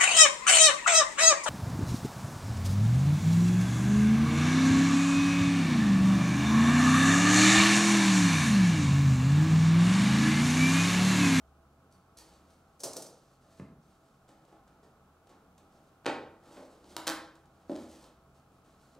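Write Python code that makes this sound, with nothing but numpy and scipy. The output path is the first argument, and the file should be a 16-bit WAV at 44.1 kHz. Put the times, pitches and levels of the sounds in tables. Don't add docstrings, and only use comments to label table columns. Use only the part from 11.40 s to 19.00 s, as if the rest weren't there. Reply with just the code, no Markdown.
import sys
import numpy as np
from scipy import signal
from scipy.fft import rfft, irfft
from scipy.io import wavfile
from scipy.ndimage import uniform_filter1d

SR = 44100
rng = np.random.default_rng(int(sys.argv[2]) if len(sys.argv) > 2 else 0)


def convert_level_to_amplitude(level_db):
    exponent = np.asarray(level_db, float) / 20
    return 10 ** exponent


def put_to_file(sound):
    columns = np.atleast_2d(sound).T
    safe = np.clip(columns, -1, 1)
    whole_steps = np.round(safe * 32767)
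    wavfile.write(sys.argv[1], SR, whole_steps.astype(np.int16))


N = 335020

# frequency_hz, level_db_per_hz
AIR_SPECTRUM = [(15, -27), (25, -7.5), (84, -7.5), (108, -12), (190, -8.5), (263, -7), (326, -11),
                (416, -11), (516, -13.5), (734, -13.5), (936, -17), (1370, -13), (1840, -29.5), (8140, -37),
                (16000, -41.5)]
# frequency_hz, side_re_mid_db
AIR_SIDE = [(60, -50), (200, -19), (500, -11.5), (1300, -11.5), (2400, 2), (4400, -3.5), (7000, -1),
            (7700, -22), (15000, -16)]
# centre_hz, width_hz, gain_db
DUCT_PEAKS_AND_DIPS = [(30.2, 8.9, -4), (60.5, 6.3, -10), (103, 12, -3), (133.2, 27.4, 10.5), (181, 17, 6),
                       (658.5, 15.5, 12), (801, 85, 7), (1096, 44, 6.5), (1290, 39, 4.5)]
# pitch_hz, level_db
FAN_TONES = [(46, -77), (80, -71)]

# frequency_hz, t60_s
ROOM_T60 = [(100, 0.72), (300, 0.6), (1000, 0.59), (3000, 0.47), (8000, 0.36), (15000, 0.28)]
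# frequency_hz, level_db
ROOM_TONE = [(100, 1.5), (300, 1.4), (1000, 2.5), (2500, -1), (6000, -5), (15000, -2)]
# frequency_hz, side_re_mid_db
ROOM_SIDE = [(100, -44), (300, -23.5), (1000, -15.5), (4000, -11.5), (7000, -10.5), (9000, -28)]
# frequency_hz, gain_db, lag_rad
RIGHT_CAPSULE = [(200, .1, .04), (700, .4, .2), (1500, .5, .38), (6000, .8, .55), (8000, 1.1, .15),
                 (14000, 1.3, .1)]

# start_s, scrape_db, drone_db
FLICKS = [(0.516, -74, -69), (0.776, -49.5, -60), (1.075, -75, -70), (2.016, -67.5, -60.5),
          (7.25, -69, -62), (2.884, -63.5, -55.5), (3.08, -76, -60), (3.128, -83, -65), (3.278, -75, -58.5),
          (3.433, -67, -57), (3.894, -67, -53), (4.18, -71, -62), (5.952, -69, -63), (6.95, -70, -66),
          (7.13, -70, -70)]
# start_s, hold_s, scrape_db, drone_db
DRAGS = [(0.825, 0.21, -71, -66.5), (1.12, 0.25, -77.5, -81), (1.703, 0.25, -68, -75),
         (2.104, .11, -66.5, -66), (2.453, 0.096, -69, -73), (2.772, 0.06, -81, -78), (3.02, .1, -86, -78),
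         (2.652, 0.054, -70.5, -78), (4.34, 0.15, -74, -69.5), (5.066, 0.064, -65.5, -55),
         (5.153, 0.073, -60, -56), (5.335, 0.082, -68, -61.5), (5.491, 0.037, -57.5, -54.5),
         (6.146, 0.16, -76, -67), (6.339, 0.11, -57, -62), (6.527, 0.12, -58.5, -59),
         (7.327, 0.1, -76, -73.5), (7.437, 0.11, -70.5, -72)]
# frequency_hz, level_db_per_hz
RUB_TONE = [(120, -33.5), (200, -2.5), (278, -5), (327, 3), (378, -9.5), (479, -5), (798, -10.5),
            (2300, -24.5), (4300, -19.5), (8200, -21.5), (15500, -39)]

# start_s, crack_db, thud_db, length_ms
BLADE = [
    (0.5133, -74, -82, 3.3),
    (0.5247, -62, -69, 4),
    (0.5374, -82, -77, 2.5),
    (0.7723, -48.5, -76, 3.7),
    (0.7868, -49, -53.5, 1),
    (0.9383, -64, -63, 1.5),
    (1.1056, -66, -65, 4.4),
    (1.1363, -69, -74, 3.3),
]
# start_s, crack_db, thud_db, length_ms
CUTTER = [
    (1.3947, -57, -64, 9.2),
    (1.4025, -43, -54, 15),
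    (1.4345, -31, -34, 16),
    (1.4403, -35, -44, 16),
    (1.4584, -54, -68, 6.6),
    (1.533, -41.5, -63, 3.6),
    (1.5624, -53, -41, 3.3),
    (1.5663, -35, -42.5, 5.7),
    (1.6217, -41.5, -52, 7),
    (1.6652, -49, -53.5, 5.6),
]
# start_s, crack_db, thud_db, length_ms
THUMB = [
    (2.198, -56, -32.5, 3.17),
]
# start_s, crack_db, thud_db, length_ms
FINGERS = [(2.8893, -58.5, -51, 3.7), (3.05, -64, -64, 5), (3.1264, -82, -49, 2.1), (3.2774, -63, -69, 6.5),
           (3.8706, -61, -55.5, 5), (3.8931, -60, -67, 5), (4.1794, -54, -70, 5.4),
           (5.9539, -57.5, -77, 3.7), (6.0561, -64, -66, 5), (7.1192, -68, -92, 6.1), (7.5492, -61, -78, 4)]
# start_s, crack_db, thud_db, length_ms
LID = [
    (4.646, -59, -57, 3.4),
    (4.6577, -37, -40.5, 4.4),
    (4.663, -29, -28.5, 2.17),
    (5.1686, -58, -47.5, 7.7),
    (5.2916, -80, -78, 1.9),
]
# start_s, crack_db, thud_db, length_ms
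KNOCK = [
    (5.5657, -38, -39.5, 1.47),
    (5.6693, -39, -57, 0.57),
    (5.6722, -34.5, -40, 1.9),
    (5.6783, -32, -39, 2),
    (5.6848, -41.5, -36.5, 1.8),
    (5.6917, -39, -62, 0.99),
    (5.699, -38, -51, 0.36),
]
# start_s, crack_db, thud_db,
# length_ms
TRAY = [(5.443, -60, -54.5, 2.2), (6.296, -63, -27.5, 4.7), (6.317, -57, -39, 2.5), (6.333, -60, -46, 3.9),
        (6.355, -52, -49, 3.1), (6.362, -46.5, -45, 0.91), (6.642, -55, -70, 2.4), (3.432, -68, -54, 4),
        (7.562, -85, -49.5, 9.1), (5.18, -78, -45.5, 6), (5.225, -70, -46, 10)]

# frequency_hz, level_db_per_hz
BLADE_TONE = [(120, -51), (200, -26), (321, -16), (653, -11), (812, -6), (1400, -19), (2700, -12.5),
              (3600, -10), (9140, 0.5), (15500, -18)]
CUTTER_TONE = [(60, -49), (120, -7), (330, -1.5), (540, 4), (800, -6.5), (1300, -15), (2200, -23.5),
               (3500, -17), (5200, -6), (9000, -8), (15500, -25)]
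THUMB_TONE = [(41, -26), (80, -5), (130, 1), (190, 0), (280, -12), (500, -22), (1000, -25), (2000, -32),
              (3000, -44), (15500, -66)]
FINGER_TONE = [(120, -33), (200, 3), (728, 5.5), (842, 9), (940, -32), (1030, -10), (1540, -12),
               (8200, -14.5), (15500, -34)]
LID_TONE = [(60, -47), (110, -10), (250, 4), (380, 5), (600, 3), (950, -3.5), (1500, -11), (2500, -17),
            (4500, -23.5), (9000, -37), (15500, -59)]
KNOCK_TONE = [(60, -36), (100, -11), (250, -1.5), (500, 1), (1000, -4.5), (1750, -4), (2200, -15),
              (4500, -10), (9500, -18.5), (15500, -28.5)]
TRAY_TONE = [(60, -37), (120, -8), (220, 0.5), (320, 6), (420, 0), (560, 3.5), (900, -13.5), (1300, -21.5),
             (2000, -32.5), (4500, -26.5), (15500, -57)]
# centre_hz, width_hz, gain_db
BLADE_RING = [(4540, 670, 12.4), (5840, 830, 7.9), (9100, 540, 2)]
CUTTER_RING = [(535, 92, 4.5), (5600, 300, 2.5), (6130, 200, 6.5), (8700, 270, 3.5)]
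LID_RING = [(343, 140, 4.5), (586, 64, 6), (880, 130, 4.5), (1520, 130, 6)]
KNOCK_RING = [(323, 38, 10.3), (507, 81, 9.2), (817, 77, 6.6), (959, 54, 9.5), (1527, 41, 6.9),
              (3600, 320, 0.79)]

SPLIT_HZ = 2150
HOP = 32


def curve(table, hz):
    table_hz, value = np.transpose(table)
    return np.interp(np.log(np.maximum(hz, 1)), np.log(table_hz), value)


def spectrum_db(tone, rings, hz):
    peaks_db = sum(gain_db / (1 + (2 * (hz - f) / width_hz) ** 2) for f, width_hz, gain_db in rings)
    return curve(tone, hz) + peaks_db


def unit(x):
    return x / np.sqrt(np.mean(x ** 2))


def walk(rate_hz):
    k = int(SR / rate_hz)
    held = np.repeat(rng.standard_normal(N // k + 1), k)
    return 1.96 * uniform_filter1d(uniform_filter1d(held, k), k)[:N]


def ventilation():
    hz = np.fft.rfftfreq(N, 1 / SR)
    mid_db = spectrum_db(AIR_SPECTRUM, DUCT_PEAKS_AND_DIPS, hz)
    side_db = mid_db + curve(AIR_SIDE, hz)
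    mid, side = irfft(rfft(rng.standard_normal((2, N))) * convert_level_to_amplitude([mid_db, side_db]), N)
    gain = convert_level_to_amplitude(-64 + 0.4 * walk(1.5)) / np.sqrt(np.mean(mid ** 2))
    tones = np.zeros(N)
    for pitch_hz, level_db in FAN_TONES:
        level = convert_level_to_amplitude(level_db + 3.0 * walk(4.4))
        phase = 2 * np.pi * np.cumsum(pitch_hz * (1 + 0.097 * walk(8.1))) / SR
        tones += level * np.sin(phase)
    return gain * np.array([mid + side, mid - side]) + tones


def room(feed, wet_db, gap_ms=2.76, build_ms=8.1):
    t = np.arange(int(0.9 * SR)) / SR
    hz = np.fft.rfftfreq(len(t), 1 / SR)
    tail = np.zeros((2, len(t)))
    build = np.clip((t * 1000 - gap_ms) / build_ms, 0, 1)
    for centre_hz in 45 * 2 ** np.arange(0, 8.7, 0.25):
        octaves = np.log2(np.maximum(hz, 1) / centre_hz)
        band = np.cos(np.pi * np.clip(2 * octaves, -0.5, 0.5))
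        fade = build * convert_level_to_amplitude(-60 * t / curve(ROOM_T60, centre_hz))
        noise = fade * irfft(rfft(rng.standard_normal((2, len(t)))) * band, len(t))
        even = np.sqrt(np.mean(band ** 2) * np.sum(fade ** 2) / np.sum(noise ** 2, axis=1))
        side_db = np.array([0, curve(ROOM_SIDE, centre_hz)])
        level = even * convert_level_to_amplitude(wet_db + curve(ROOM_TONE, centre_hz) + side_db)
        tail += noise * level[:, None]
    mid, side = signal.fftconvolve(feed[None], tail, axes=1)[:, :N]
    return np.array([mid + side, mid - side])


def capsules(direct):
    treble = signal.butter(4, 9500, "high", fs=SR, output="sos")
    side = convert_level_to_amplitude(-6) * np.roll(signal.sosfilt(treble, direct), 3)
    return np.array([direct + side, direct - side])


def colour(tone, rings=()):
    hz = np.linspace(0, SR / 2, 2049)
    cepstrum = irfft(spectrum_db(tone, rings, hz) * np.log(10) / 20)
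    cepstrum[1:2048] *= 2
    cepstrum[2049:] = 0
    response = irfft(np.exp(rfft(cepstrum)))
    parts = []
    for kind, sign in (("high", -1), ("low", 1)):
        split = signal.butter(2, SPLIT_HZ, kind, fs=SR, output="sos")
        part = signal.sosfilt(split, response)
        parts.append(sign * part / np.sqrt(np.sum(part ** 2)))
    return np.array(parts)


def stroke(start_s, attack_s, hold_s, fade_db_s):
    t = np.arange(0, N, HOP) / SR - start_s
    rise = np.sin(np.pi / 2 * np.clip(1 + t / attack_s, 0, 1)) ** 2
    return rise * convert_level_to_amplitude(-fade_db_s * np.clip(t - hold_s, 0, 1))


def rubs():
    level = 0
    for start_s, *level_db in FLICKS:
        level = level + np.outer(convert_level_to_amplitude(level_db), stroke(start_s, 0.01, 0.0053, 180))
    for start_s, hold_s, *level_db in DRAGS:
        level = level + np.outer(convert_level_to_amplitude(level_db), stroke(start_s, 0.073, hold_s, 228))
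    level = uniform_filter1d(np.repeat(level, HOP, axis=1), size=HOP)[:, :N]
    slips = rng.random(N) < 1500 / SR
    grains = slips * np.sign(rng.standard_normal(N)) * convert_level_to_amplitude(2 * rng.standard_normal(N))
    hiss = rng.standard_normal(N)
    drag = unit(1.2 * unit(grains) + hiss) * convert_level_to_amplitude(1.3 * walk(40))
    return signal.oaconvolve(level * drag, colour(RUB_TONE), axes=1).sum(axis=0)[:N]


def contacts(events, tone, rings=(), *, gain_db, push, room_db):
    out = np.zeros(N + 8192)
    t = np.arange(2048) / SR
    body = colour(tone, rings)
    for start_s, crack_db, thud_db, length_ms in events:
        fade = np.exp(-t * 500 / np.clip(length_ms, 0.3, 12))
        swell = 1 - np.exp(-t / 0.00036)
        grit = rfft(rng.standard_normal(len(t)) * fade * swell)
        burst = irfft(grit / np.abs(grit) ** 0.95) * fade
        burst = burst / np.sqrt(np.sum(burst ** 2))
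        burst[0] += push
        levels = convert_level_to_amplitude(np.array([crack_db, thud_db]) + gain_db)
        sound = signal.fftconvolve(burst, levels @ body)
        start = int(start_s * SR)
        out[start:start + len(sound)] += sound
    return np.outer([1, convert_level_to_amplitude(room_db)], out[:N])


def scene():
    hits = contacts(BLADE, BLADE_TONE, BLADE_RING, gain_db=14.5, push=0.74, room_db=5.0)
    hits += contacts(CUTTER, CUTTER_TONE, CUTTER_RING, gain_db=20.5, push=0.05, room_db=0.7)
    hits += contacts(THUMB, THUMB_TONE, gain_db=18.0, push=0.7, room_db=-1.5)
    hits += contacts(FINGERS, FINGER_TONE, gain_db=15.0, push=0.15, room_db=-0.2)
    hits += contacts(LID, LID_TONE, LID_RING, gain_db=22.5, push=0.065, room_db=1.04)
    hits += contacts(KNOCK, KNOCK_TONE, KNOCK_RING, gain_db=23.5, push=0.72, room_db=-1.0)
    hits += contacts(TRAY, TRAY_TONE, gain_db=17.0, push=0.77, room_db=0.6)
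    direct, feed = hits + convert_level_to_amplitude(-9.5) * rubs()
    return ventilation() + room(feed, wet_db=-29.5) + capsules(direct)


def low_pass(x):
    return signal.sosfilt(signal.butter(12, 16530, fs=SR, output="sos"), x)


def record(dry):
    hz = np.fft.rfftfreq(N, 1 / SR)
    capsule = np.array(RIGHT_CAPSULE)
    gain_db = curve(capsule[:, [0, 1]], hz)
    lag_rad = curve(capsule[:, [0, 2]], hz)
    right = convert_level_to_amplitude(gain_db) * np.exp(-1j * lag_rad)
    top = 1 / np.sqrt(1 + (hz / 15750) ** 200)
    mix = irfft(rfft(dry) * [top, top * right], N)
    return low_pass(mix)


dry = scene()
out = record(dry)
put_to_file(out)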